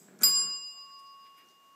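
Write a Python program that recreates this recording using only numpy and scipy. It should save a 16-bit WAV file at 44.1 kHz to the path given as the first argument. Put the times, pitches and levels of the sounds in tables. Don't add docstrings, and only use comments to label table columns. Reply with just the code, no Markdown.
import sys
import numpy as np
from scipy import signal
from scipy.fft import rfft, irfft, next_fast_len
from scipy.io import wavfile
from scipy.ndimage import uniform_filter1d

SR = 44100
rng = np.random.default_rng(int(sys.argv[2]) if len(sys.argv) > 2 else 0)


def linear_from_db(decibels):
    return 10 ** (np.asarray(decibels, float) / 20)


def file_out(sig):
    cols = np.atleast_2d(sig).T
    lim = np.clip(cols, -1, 1)
    pcm = np.round(lim * 32767).astype(np.int16)
    wavfile.write(sys.argv[1], SR, pcm)


N = 77175
LEAD = SR // 4
T = np.arange(-LEAD, N) / SR

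# t/s, ring level/dB, crack level/dB, longest T60 that the paw allows/s
BLOWS = [(-.09, -39, -38, .45), (.2328, 0, -16, 20), (.2465, -30, -28, 20)]


def curve(table, x, col=1, log=False):
    points = np.array(table, float)
    scale = np.log if log else np.asarray
    return np.interp(scale(x), scale(points[:, 0]), points[:, col])


def unit(x):
    return x / np.sqrt(np.mean(x ** 2))


def noise():
    return rng.standard_normal(len(T))


def shape(x, gain):
    n = next_fast_len(len(x))
    hz = np.maximum(np.arange(n // 2 + 1) * SR / n, 1)
    return irfft(rfft(x, n) * gain(hz), n)[:len(x)]


def band(x, hz, width):
    angle = 2 * np.pi * hz / SR
    radius = np.exp(-np.pi * width / SR)
    gain = (1 - radius * radius) / 2
    return signal.lfilter([gain, 0, -gain], [1, -2 * radius * np.cos(angle), radius * radius], x)


def fade(t0, t60, rise=.0013):
    age = np.maximum(T - t0, 0)
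    return (1 - np.exp(-age / rise)) * np.exp(-np.log(1000) * age / t60)


def air():
    # f/Hz, level per Hz/dB
    hush_spectrum = [(25, -24.5), (100, -18.5), (200, -16), (332, -18.5), (700, -18.5), (1200, -19),
                     (2640, -25), (4780, -27), (7500, -26), (10000, -36), (13000, -27.5), (15600, -31.5)]
    level_db, flicker_db = -76, 0.5
    hush = shape(noise(), lambda hz: linear_from_db(curve(hush_spectrum, hz, log=True)))
    reference_band = shape(hush, lambda hz: (hz > 1300) * (hz < 2600))
    reference = np.sqrt(np.mean(reference_band ** 2))
    flicker = unit(uniform_filter1d(uniform_filter1d(noise(), 3000), 3000))
    return hush / reference * linear_from_db(level_db + flicker_db * flicker)


def room(x):
    # f/Hz, T60/s
    reverb_times = [(200, 0.28), (1500, 0.3), (6000, 0.72), (15000, 0.1)]
    t = np.arange(SR) / SR
    build_up = 1 - np.exp(-t / .006)
    tail = 0
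    for hz in 125 * 2. ** np.arange(8):
        limits = [hz / 2 ** .5, min(hz * 2 ** .5, SR / 2.2)]
        octave = signal.butter(2, limits, "band", fs=SR, output="sos")
        part = signal.sosfilt(octave, rng.standard_normal(SR))
        t60 = curve(reverb_times, hz, log=True)
        decay = np.exp(-np.log(1000) * t / t60)
        tail = tail + part * decay * build_up / np.sqrt(t60)
    return signal.fftconvolve(x, tail / np.sqrt(np.sum(tail ** 2)))[:len(x)]


def tint(hz, width):
    return unit(band(band(noise(), hz, width), hz, width))


def rustles():
    # t/s, level/dB, f/Hz, bandwidth of each resonator/Hz, length between the 1/e points/s
    rustle_rows = [(.73, -72, 9000, 14000, .03), (.76, -70, 700, 600, .06), (.995, -66, 5000, 14000, .02),
                   (1.07, -70, 4800, 3000, .015), (1.265, -66, 2200, 2500, .03),
                   (1.385, -69, 12500, 5000, .03), (1.4, -65, 1800, 2000, .07), (1.5, -72, 3500, 6000, .06),
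                   (1.45, -72, 350, 300, .2), (.9, -74, 1500, 1200, .04)]
    out = 0
    for t0, db, hz, width, length in rustle_rows:
        swell = np.exp(-((T - t0) / length * 2) ** 2)
        out = out + linear_from_db(db) * swell * tint(hz, width)
    return out


def ticks():
    # t/s, level/dB, f/Hz, bandwidth of each resonator/Hz, T60/s
    tick_rows = [(-.08, -53, 7700, 300, .5), (-.08, -57, 7200, 3000, .5), (-.08, -60, 13500, 3500, .5),
                 (.1893, -48, 6500, 6000, .02), (.2085, -46, 7200, 2500, .05),
                 (.2135, -43, 6800, 2500, .04), (.2203, -31, 6500, 8000, .022),
                 (.2245, -38, 8300, 3000, .04), (.2205, -42, 1500, 1500, .03),
                 (.2335, -36, 1500, 1500, .05), (1.46, -62, 6000, 2000, .015),
                 (1.4863, -56, 5800, 2500, .02), (1.515, -61, 6200, 2000, .015)]
    out = 0
    for t0, db, hz, width, t60 in tick_rows:
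        out = out + linear_from_db(db) * fade(t0, t60, .0006) * tint(hz, width)
    return out


def small_sounds():
    grain = linear_from_db(1 * unit(uniform_filter1d(noise(), size=90)))
    return (ticks() + rustles()) * unit(grain)


def sill():
    # f/Hz, bandwidth/Hz, level/dB
    wood_modes = [(154, 43, -9), (186, 40, -3.5), (232, 40, -6), (368, 100, -8.5), (466.3, 29, -9.5),
                  (600.5, 71, -16.5), (1382, 150, -3.5), (1675, 100, -4), (2142, 220, -12)]
    # t/s, level of the low modes/dB, level of the modes above 1 kHz/dB
    drag_levels = [(0, -61.5, -81), (.065, -63, -100.5), (.085, -55.5, -63), (.13, -57.5, -68),
                   (.185, -60, -72), (.22, -46.5, -44.5), (.3, -52.5, -55), (.35, -58.5, -60),
                   (.39, -58.5, -55), (.45, -56.5, -63), (.49, -58.5, -59.5), (.55, -67.5, -71.5),
                   (.62, -72.5, -80.5), (.72, -85.5, -89.5)]
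    low_modes, high_modes = wood_modes[:6], wood_modes[6:]

    judder_per_s, scatter, jolt_db = 42, 0.15, 3.5
    rub_low_db, rub_high_db = 3.5, 7
    chance = rng.standard_normal((200, 2))
    intervals = np.exp(scatter * chance[:, 0]) / judder_per_s * SR
    at = np.cumsum(intervals).astype(int)
    inside = at < len(T)
    jolts = np.zeros(len(T))
    jolts[at[inside]] = linear_from_db(jolt_db * chance[inside, 1])
    low_push = unit(jolts) + linear_from_db(rub_low_db) * noise()
    high_push = unit(jolts) + linear_from_db(rub_high_db) * noise()

    thump = unit(sum(linear_from_db(db) * band(noise(), hz, width) for hz, width, db in low_modes))
    out = linear_from_db(-49.5) * fade(0.26, 0.28, 0.0035) * thump
    for col, push, modes in ((1, low_push, low_modes), (2, high_push, high_modes)):
        wood = 0
        for k, (hz, width, db) in enumerate(modes):
            wood = wood + (-1) ** k * linear_from_db(db) * band(push, hz, width)
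        dragging = T < drag_levels[-1][0]
        out = out + unit(wood) * linear_from_db(curve(drag_levels, T, col)) * dragging
    return out


def cracks():
    # f/Hz, level per Hz/dB
    crack_spectrum = [(59, -61), (100, -32), (1110, -21), (4560, -16.5), (4860, -13.5), (5750, -25),
                      (7250, -4.5), (8770, -36), (9950, -17.5), (13700, -13.5), (15500, -26)]
    hiss = unit(shape(noise(), lambda hz: linear_from_db(curve(crack_spectrum, hz, log=True))))
    return hiss * sum(linear_from_db(db) * fade(t0, .02) for t0, _, db, _ in BLOWS)


def dome():
    # f/Hz, level at ring level 0/dB, T60/s, sign of the first swing
    dome_modes = [(1104.8, -49.4, 5.95, 1), (1106.0, -44.1, 5.95, 1), (1106.2, -50.4, 4.02, -1),
                  (2212.5, -76, 4.5, 1), (2819.7, -52.7, 2.22, 1), (2830.0, -43.1, 1.57, 1),
                  (2830.8, -39.8, .73, -1), (2831.2, -50.8, 5.47, -1), (4937.7, -35.3, 1.72, 1),
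                  (4943.8, -27.7, .92, 1), (4944.6, -22.3, 1.47, 1), (5448, -38, .07, 1),
                  (5852, -50, .26, 1), (5909, -48, .2, 1), (7375.9, -39.4, .78, -1),
                  (7395.0, -18.8, .81, 1), (7398.1, -24.5, .61, -1), (7400.8, -23.9, .7, 1),
                  (7714, -42, .3, 1), (7874, -44, .25, 1), (9103, -48, .15, 1), (10174.7, -35, .7, 1),
                  (10176.2, -41, .8, 1), (10181.1, -35, .7, 1), (10184.3, -35, .66, -1),
                  (10193.8, -35.3, .47, 1), (10875.6, -35, .17, 1), (10887.4, -41, .36, 1),
                  (12340, -48, .35, 1), (13306.8, -16.8, .17, 1), (14744.8, -35, .22, 1),
                  (14788.5, -39, .49, 1), (14805.5, -37, .19, -1)]
    out = 0
    for t0, ring_db, _, longest in BLOWS:
        for hz, db, t60, sign in dome_modes:
            swing = sign * np.sin(2 * np.pi * hz * (T - t0))
            out = out + linear_from_db(ring_db + db) * swing * fade(t0, min(t60, longest))
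    return out


def scene():
    ring, crack, small = dome(), cracks(), small_sounds() + sill()
    wet = room(linear_from_db(-24) * ring + linear_from_db(-5) * crack + linear_from_db(-7.5) * small)
    return (ring + crack + small + wet + air())[None, LEAD:]


def band_limit(x):
    return signal.sosfilt(signal.butter(12, 15770, fs=SR, output="sos"), x)


def record(dry):
    bass_cut = signal.butter(5, 125, "high", fs=SR, output="sos")
    top_cut = signal.ellip(8, .2, 60, 15500, fs=SR, output="sos")
    mix = signal.sosfilt(top_cut, signal.sosfilt(bass_cut, dry))
    return band_limit(mix)


dry = scene()
out = record(dry)
file_out(out)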